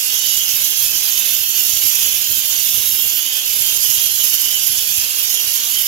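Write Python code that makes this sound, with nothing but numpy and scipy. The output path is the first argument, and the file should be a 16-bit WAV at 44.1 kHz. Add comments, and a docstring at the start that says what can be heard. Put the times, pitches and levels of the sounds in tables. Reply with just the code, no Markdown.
"""A handheld steam cleaner hisses and spits fine droplets as it sweeps an open oven in a small kitchen.
Echoes off the enamel walls slide as the nozzle moves from side to side, so the hiss swirls.
Now and then the jet chokes on condensed water, or makes the oven ring near 3 kHz.
The right microphone hears it louder and brighter, and slightly rectifies the sizzle into a faint
low flutter. A few soft, low bumps sound on that side too."""
import sys
import numpy as np
from scipy import signal
from scipy.fft import rfft, irfft, next_fast_len
from scipy.io import wavfile
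from scipy.ndimage import uniform_filter1d

SR = 44100
rng = np.random.default_rng(int(sys.argv[2]) if len(sys.argv) > 2 else 0)


def materialize(psi):
    """Save the field psi as 16-bit PCM at rate SR to the path in sys.argv[1].

    A 1-D psi becomes a single channel; in a 2-D psi each row is a channel.
    """
    bounded = np.clip(np.atleast_2d(psi).T, -1, 1)
    quanta = np.round(bounded * 32767).astype(np.int16)
    wavfile.write(sys.argv[1], SR, quanta)


N = 258867


def from_db(db):
    """Decibels to gain."""
    return 10 ** (np.asarray(db) / 20)


def unit_rms(x):
    """Scale to unit power."""
    return x / np.sqrt(np.mean(x ** 2) + 1e-20)


def automation(points):
    """Join (seconds, value) points into a value for every sample."""
    return np.interp(np.arange(N) / SR, *np.transpose(points))


def bin_hz():
    """Frequencies of the padded spectrum that the EQ works on."""
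    return np.maximum(np.fft.rfftfreq(2 * next_fast_len(N // 2 + 4096, True), 1 / SR), 1)


def eq(x, gain):
    """Filter by a gain for each frequency."""
    size = 2 * (len(bin_hz()) - 1)
    return irfft(rfft(x, size) * gain, size)[..., :N]


def eq_curve_db(points):
    """Join (Hz, dB) points on a log-frequency axis."""
    hz, db = np.transpose(points)
    return np.interp(np.log(bin_hz()), np.log(hz), db)


def drift(rate_hz):
    """Smooth random modulation with a spread of 1."""
    hop = 40
    pole = np.exp(-2 * np.pi * rate_hz * hop / SR)
    slow = signal.lfilter([1], [1, -2 * pole, pole * pole], rng.standard_normal(N // hop + 2002))[2000:]
    return np.interp(np.arange(N) / hop, np.arange(len(slow)), unit_rms(slow))


def swell(at_s, width_s):
    """A smooth rise to 1 and back; the width is taken at half height."""
    return np.exp2(-np.minimum((2 * (np.arange(N) / SR - at_s) / width_s) ** 2, 40))


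def steam(left_follow, waver_db, wander_db, sputter_db):
    """Roar, hiss and sizzle swell with the aim; wet steam makes the highs choke and sputter most."""
    # Tone of the steam. Each row: frequency in Hz, noise density in dB.
    steam_tone = [(30, -91), (80, -80), (200, -83.5), (650, -80), (1300, -77.5), (2200, -70.5), (3000, -62),
                  (3800, -62), (6400, -67), (8500, -65.5), (11000, -64), (13300, -65.5), (14200, -70.5),
                  (16000, -69)]
    # Resonances of the oven's cavity and panels. Each row: centre in Hz, width in Hz, boost in dB.
    oven_modes = [(311, 50, 5), (460, 114, 8.5), (1110, 26, 2), (1528, 62, 5), (2570, 100, 2.5),
                  (3080, 640, 2)]
    # Slow rides of the roar on the wall, the mid hiss and the sizzle at the nozzle.
    # Each row: time in seconds, level in dB.
    roar_ride = [(0, -3), (.13, 0), (.42, -0.5), (.72, -0.6), (1.3, 2), (1.42, -0.6), (2.03, 0.5),
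                 (2.22, -1.5), (2.55, 0), (3.18, -1.5), (3.68, 0.1), (4.1, -.5), (4.52, .7), (4.76, -2),
                 (5.2, 0.4), (5.87, -1.2)]
    hiss_ride = [(0, -1.5), (.24, 2.7), (.75, 0.6), (1.4, 0.2), (1.83, 2.5), (2.15, 0.6), (2.7, 1),
                 (2.97, -2), (3.5, 0), (4.2, 1.5), (5.15, -0.5), (5.87, -0.9)]
    sizzle_ride = [(0, -2.5), (.4, 0.5), (.85, 0.3), (1.2, 1.2), (2.15, 1.5), (2.25, -0.5), (2.65, 1),
                   (3.17, 1), (3.27, -3.5), (3.42, -2), (3.6, 1), (4.7, 0.5), (5.3, -1.3), (5.87, -0.6)]
    # The top of the sizzle sharpens briefly. Each row: time in seconds, boost in dB.
    sharpenings = [(.28, 2), (.55, 0.5), (1.35, 2.5), (1.8, 0.5), (2.32, 2), (2.88, 2), (4.83, 4),
                   (5.22, 4)]
    # Roar, hiss, sizzle and top sizzle beam in different directions. Each entry: centre in Hz,
    # level in dB, gain in dB per metre the nozzle moves right, share of a choke, share of the sputter.
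    bands = {"roar": (3500, -1.14, 0, 0.38, .4), "hiss": (5900, 0, -8.5, 0.2, 0.41),
             "sizzle": (12100, -0.84, -5, 1, 1), "top sizzle": (13900, 1.2, 18, 0.71, 0.92)}
    hz = bin_hz()
    modes_db = sum(db / (1 + (2 * (hz - centre) / width) ** 2) for centre, width, db in oven_modes)
    tone = from_db(eq_curve_db(steam_tone) + modes_db) * np.sqrt(SR / 2)   # white noise spans SR / 2 Hz
    jet = eq(turbulence(crossover_hz=1860, low_likeness=0.39), tone)
    follow = np.array([[left_follow], [1]])   # the left side hears mostly the steadier reflected sound
    sputter = sputter_db * (drift(39) + 0.76 * drift(43))
    rides_db = [automation(ride) for ride in (roar_ride, hiss_ride, sizzle_ride)]
    top_db = rides_db[-1] + sum(db * swell(at_s, width_s=0.076) for at_s, db in sharpenings)
    nozzle_m, dip_db = nozzle_position(), choke_db()
    log_centres = np.log([band[0] for band in bands.values()])
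    out = 0
    for k, (band, ride_db) in enumerate(zip(bands.values(), rides_db + [top_db])):
        _, level_db, db_per_m, choke_share, sputter_share = band
        band_gain = np.interp(np.log(hz), log_centres, np.eye(len(bands))[k])
        flicker_db = sputter_share * sputter + waver_db * drift(14) + wander_db * drift(8.7)
        band_db = level_db + ride_db + db_per_m * nozzle_m - choke_share * dip_db + flicker_db
        out = out + eq(jet, band_gain) * from_db(follow * band_db)
    return out


def turbulence(crossover_hz, low_likeness):
    """The jet's noise and droplets in stereo: sliding oven echoes plus the kitchen's diffuse wash."""
    jet = rng.standard_normal(N) + from_db(-13) * droplets(per_s=160, spread_db=4.5)
    nozzle_m = nozzle_position()
    oven = np.array([wall_echoes(jet, nozzle_m, first_s=.0014, last_s=.02, fade_s=.018, count=9)
                     for side in range(2)])
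    highs = unit_rms(oven + from_db(-13) * rng.standard_normal((2, N)))
    # long waves ring on between the kitchen walls and reach both sides partly alike
    shared, *own = [
        wall_echoes(rng.standard_normal(N), nozzle_m, first_s=.016, last_s=.08, fade_s=.049, count=5)
        for path in range(3)]
    lows = np.sqrt(low_likeness) * shared + np.sqrt(1 - low_likeness) * np.array(own)
    low_share = 1 / (1 + (bin_hz() / crossover_hz) ** 6)
    return eq(highs, np.sqrt(1 - low_share)) + eq(lows, np.sqrt(low_share))


def droplets(per_s, spread_db):
    """Condensed water leaves the nozzle as tiny ticks of uneven size, in clumps."""
    ticks = rng.random(N) < per_s * from_db(4 * drift(5)) / SR
    sizes = from_db(spread_db * np.minimum(rng.exponential(1, N), 3))
    return unit_rms(ticks * sizes * rng.choice([-1, 1], N))


def nozzle_position():
    """The hand sweeps the nozzle from side to side, turning smoothly."""
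    # The hand's path. Each row: time in seconds, distance right of the oven's centre in metres.
    sweep = [(0, -0.033), (.25, -0.079), (.75, 0.026), (1.0, -0.089), (1.5, 0.089), (1.87, -0.075),
             (2.25, 0.043), (2.5, -0.058), (3.25, 0.073), (4.0, -0.14), (4.25, -0.05), (4.75, -0.18),
             (5.0, -0.04), (5.5, -0.13), (5.87, -0.011)]
    return uniform_filter1d(automation(sweep), size=6000)


def wall_echoes(source, nozzle_m, first_s, last_s, fade_s, count):
    """Each echo path grows or shrinks as the nozzle sweeps and trembles, so the interference slides."""
    oversample, sound_m_per_s, tremble_m = 8, 343, .016
    fine = signal.resample_poly(source, oversample, 1)
    out = np.zeros(N)
    for delay_s in np.geomspace(first_s, last_s, count) * rng.uniform(.85, 1.15, count):
        extra_m = nozzle_m * np.cos(rng.uniform(0, 2 * np.pi)) + tremble_m * drift(1.23)
        lag = (delay_s + extra_m / sound_m_per_s) * SR
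        read_at = np.rint(oversample * (np.arange(N) - lag)).astype(int)
        out += np.exp(-delay_s / fade_s) * rng.choice([-1, 1]) * fine.take(read_at, mode="wrap")
    return unit_rms(out)


def mic_flutter(hiss, rectified_share, uneven_db):
    """The microphone squares a little of the loud hiss into a low rumble that ducks as the jet chokes."""
    # Tone of the flutter. Each row: frequency in Hz, relative level in dB.
    flutter_tone = [(15, -48), (30, -34), (52, -5), (75, -2.5), (130, -5.5), (200, -13.5), (500, -12.5),
                    (2000, -70)]
    # Slow ride of the flutter. Each row: time in seconds, level in dB.
    flutter_ride = [(0, -50), (.35, -46), (.63, -42.5), (1.1, -46.5), (1.65, -44.5), (1.8, -45.5),
                    (2.35, -41.5), (2.62, -43.5), (3.17, -42), (3.3, -59), (3.47, -56), (3.58, -42.5),
                    (4.4, -46.5), (4.72, -43.5), (5.25, -50), (5.36, -60), (5.65, -54), (5.87, -46)]
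    tone = from_db(eq_curve_db(flutter_tone))
    rectified = unit_rms(eq(hiss ** 2 - uniform_filter1d(hiss ** 2, size=2000), tone))
    air = unit_rms(eq(rng.standard_normal(N), tone))
    rumble = np.sqrt(rectified_share) * rectified + np.sqrt(1 - rectified_share) * air
    level_db = automation(flutter_ride) - 1.8 * choke_db() + uneven_db * drift(16)
    return rumble * from_db(level_db)


def oven_ring(width_hz, left_db):
    """The cavity holds a narrow band of noise, half a whistle, that each side hears differently."""
    # The ring flares as the jet hits a wall squarely.
    # Each row: peak time in seconds, pitch in Hz, level in dB, length in seconds.
    flares = [(.14, 3300, -25, .08), (.29, 2980, -26, 0.18), (.42, 3170, -23, 0.05),
              (1.486, 3140, -28, 0.053), (2.043, 2910, -26, 0.054), (2.298, 3140, -27.5, 0.36),
              (2.996, 3130, -29, .12), (3.37, 3206, -22.5, .12), (3.66, 3160, -20.5, .08),
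              (3.868, 3000, -26, .06), (4.214, 3050, -26, 0.067), (4.47, 2940, -25, 0.065),
              (4.558, 3015, -21, 0.034), (5.378, 3280, -23.5, 0.054), (5.784, 3126, -22.5, .07)]
    t = np.arange(N) / SR
    pole = np.exp(-np.pi * width_hz / SR)
    noise = rng.standard_normal((2, N)) + 1j * rng.standard_normal((2, N))
    narrow = signal.lfilter([1], [1, -2 * pole, pole * pole], noise)
    tones = np.zeros(N, complex)
    for at_s, hz, db, length_s in flares:
        near = np.abs(t - at_s) < 2 * length_s
        tones[near] += from_db(db) * swell(at_s, length_s)[near] * np.exp(2j * np.pi * hz * t[near])
    return (narrow * tones).real / narrow.real.std() * from_db([[left_db], [0]])


def choke_db():
    """Condensed water chokes the jet for an instant and ducks the sizzle."""
    # The chokes. Each row: time in seconds, depth of the dip in dB.
    chokes = [(.21, 2.5), (.45, 4.5), (.755, 4), (1.47, 4.5), (1.53, 6), (2.26, 3), (2.425, 4), (3.22, 3),
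              (3.425, 3.5), (5.13, 3), (5.27, 1.5)]
    return sum(db * swell(at_s, width_s=0.04) for at_s, db in chokes)


def low_bumps(pitch_hz, rise_s):
    """Soft low bumps that die in about a cycle."""
    # The bumps. Each row: start in seconds, envelope peak in dB.
    hits = [(0.369, -34), (3.976, -29), (4.698, -27.5), (4.781, -28), (4.981, -27), (5.473, -30.5)]
    out = np.zeros(N)
    for start_s, db in hits:
        age_s = np.clip(np.arange(N) / SR - start_s, 0, .2)
        envelope = age_s / rise_s * np.exp(1 - age_s / rise_s)
        out += from_db(db) * envelope * np.sin(2 * np.pi * pitch_hz * age_s)
    return out


def scene():
    """Steam and the oven's ring in stereo, with the flutter and bumps on the right."""
    # Extra colour of the right microphone. Each row: frequency in Hz, gain in dB.
    right_tone = [(300, 6), (460, 1), (700, 5.5), (1550, 3), (2100, 4.5), (2600, 8), (3150, 9.5),
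                  (3950, 1.5), (5000, 8.5), (6800, 15), (8200, 1), (9600, -0.5), (11200, 14.5),
                  (13000, 15.5), (15600, 11.5)]
    left, right = steam(left_follow=0.38, waver_db=0.69, wander_db=0.42, sputter_db=1.1)
    right = eq(right, from_db(eq_curve_db(right_tone)))
    flutter = mic_flutter(right, rectified_share=0.44, uneven_db=3.0)
    ring = oven_ring(width_hz=133, left_db=-10.5)
    bumps = low_bumps(pitch_hz=84, rise_s=0.0035)
    return np.array([left, right + flutter + bumps]) + ring


def record(dry):
    """Soft-clip the highest peaks, then cut the top with a steep low-pass."""
    ceiling, cutoff_hz = 1.05, 15750
    rounded = dry / (1 + (dry / ceiling) ** 8) ** (1 / 8)
    return eq(rounded, 1 / np.sqrt(1 + (bin_hz() / cutoff_hz) ** 500))


dry = scene()
out = record(dry)
materialize(out)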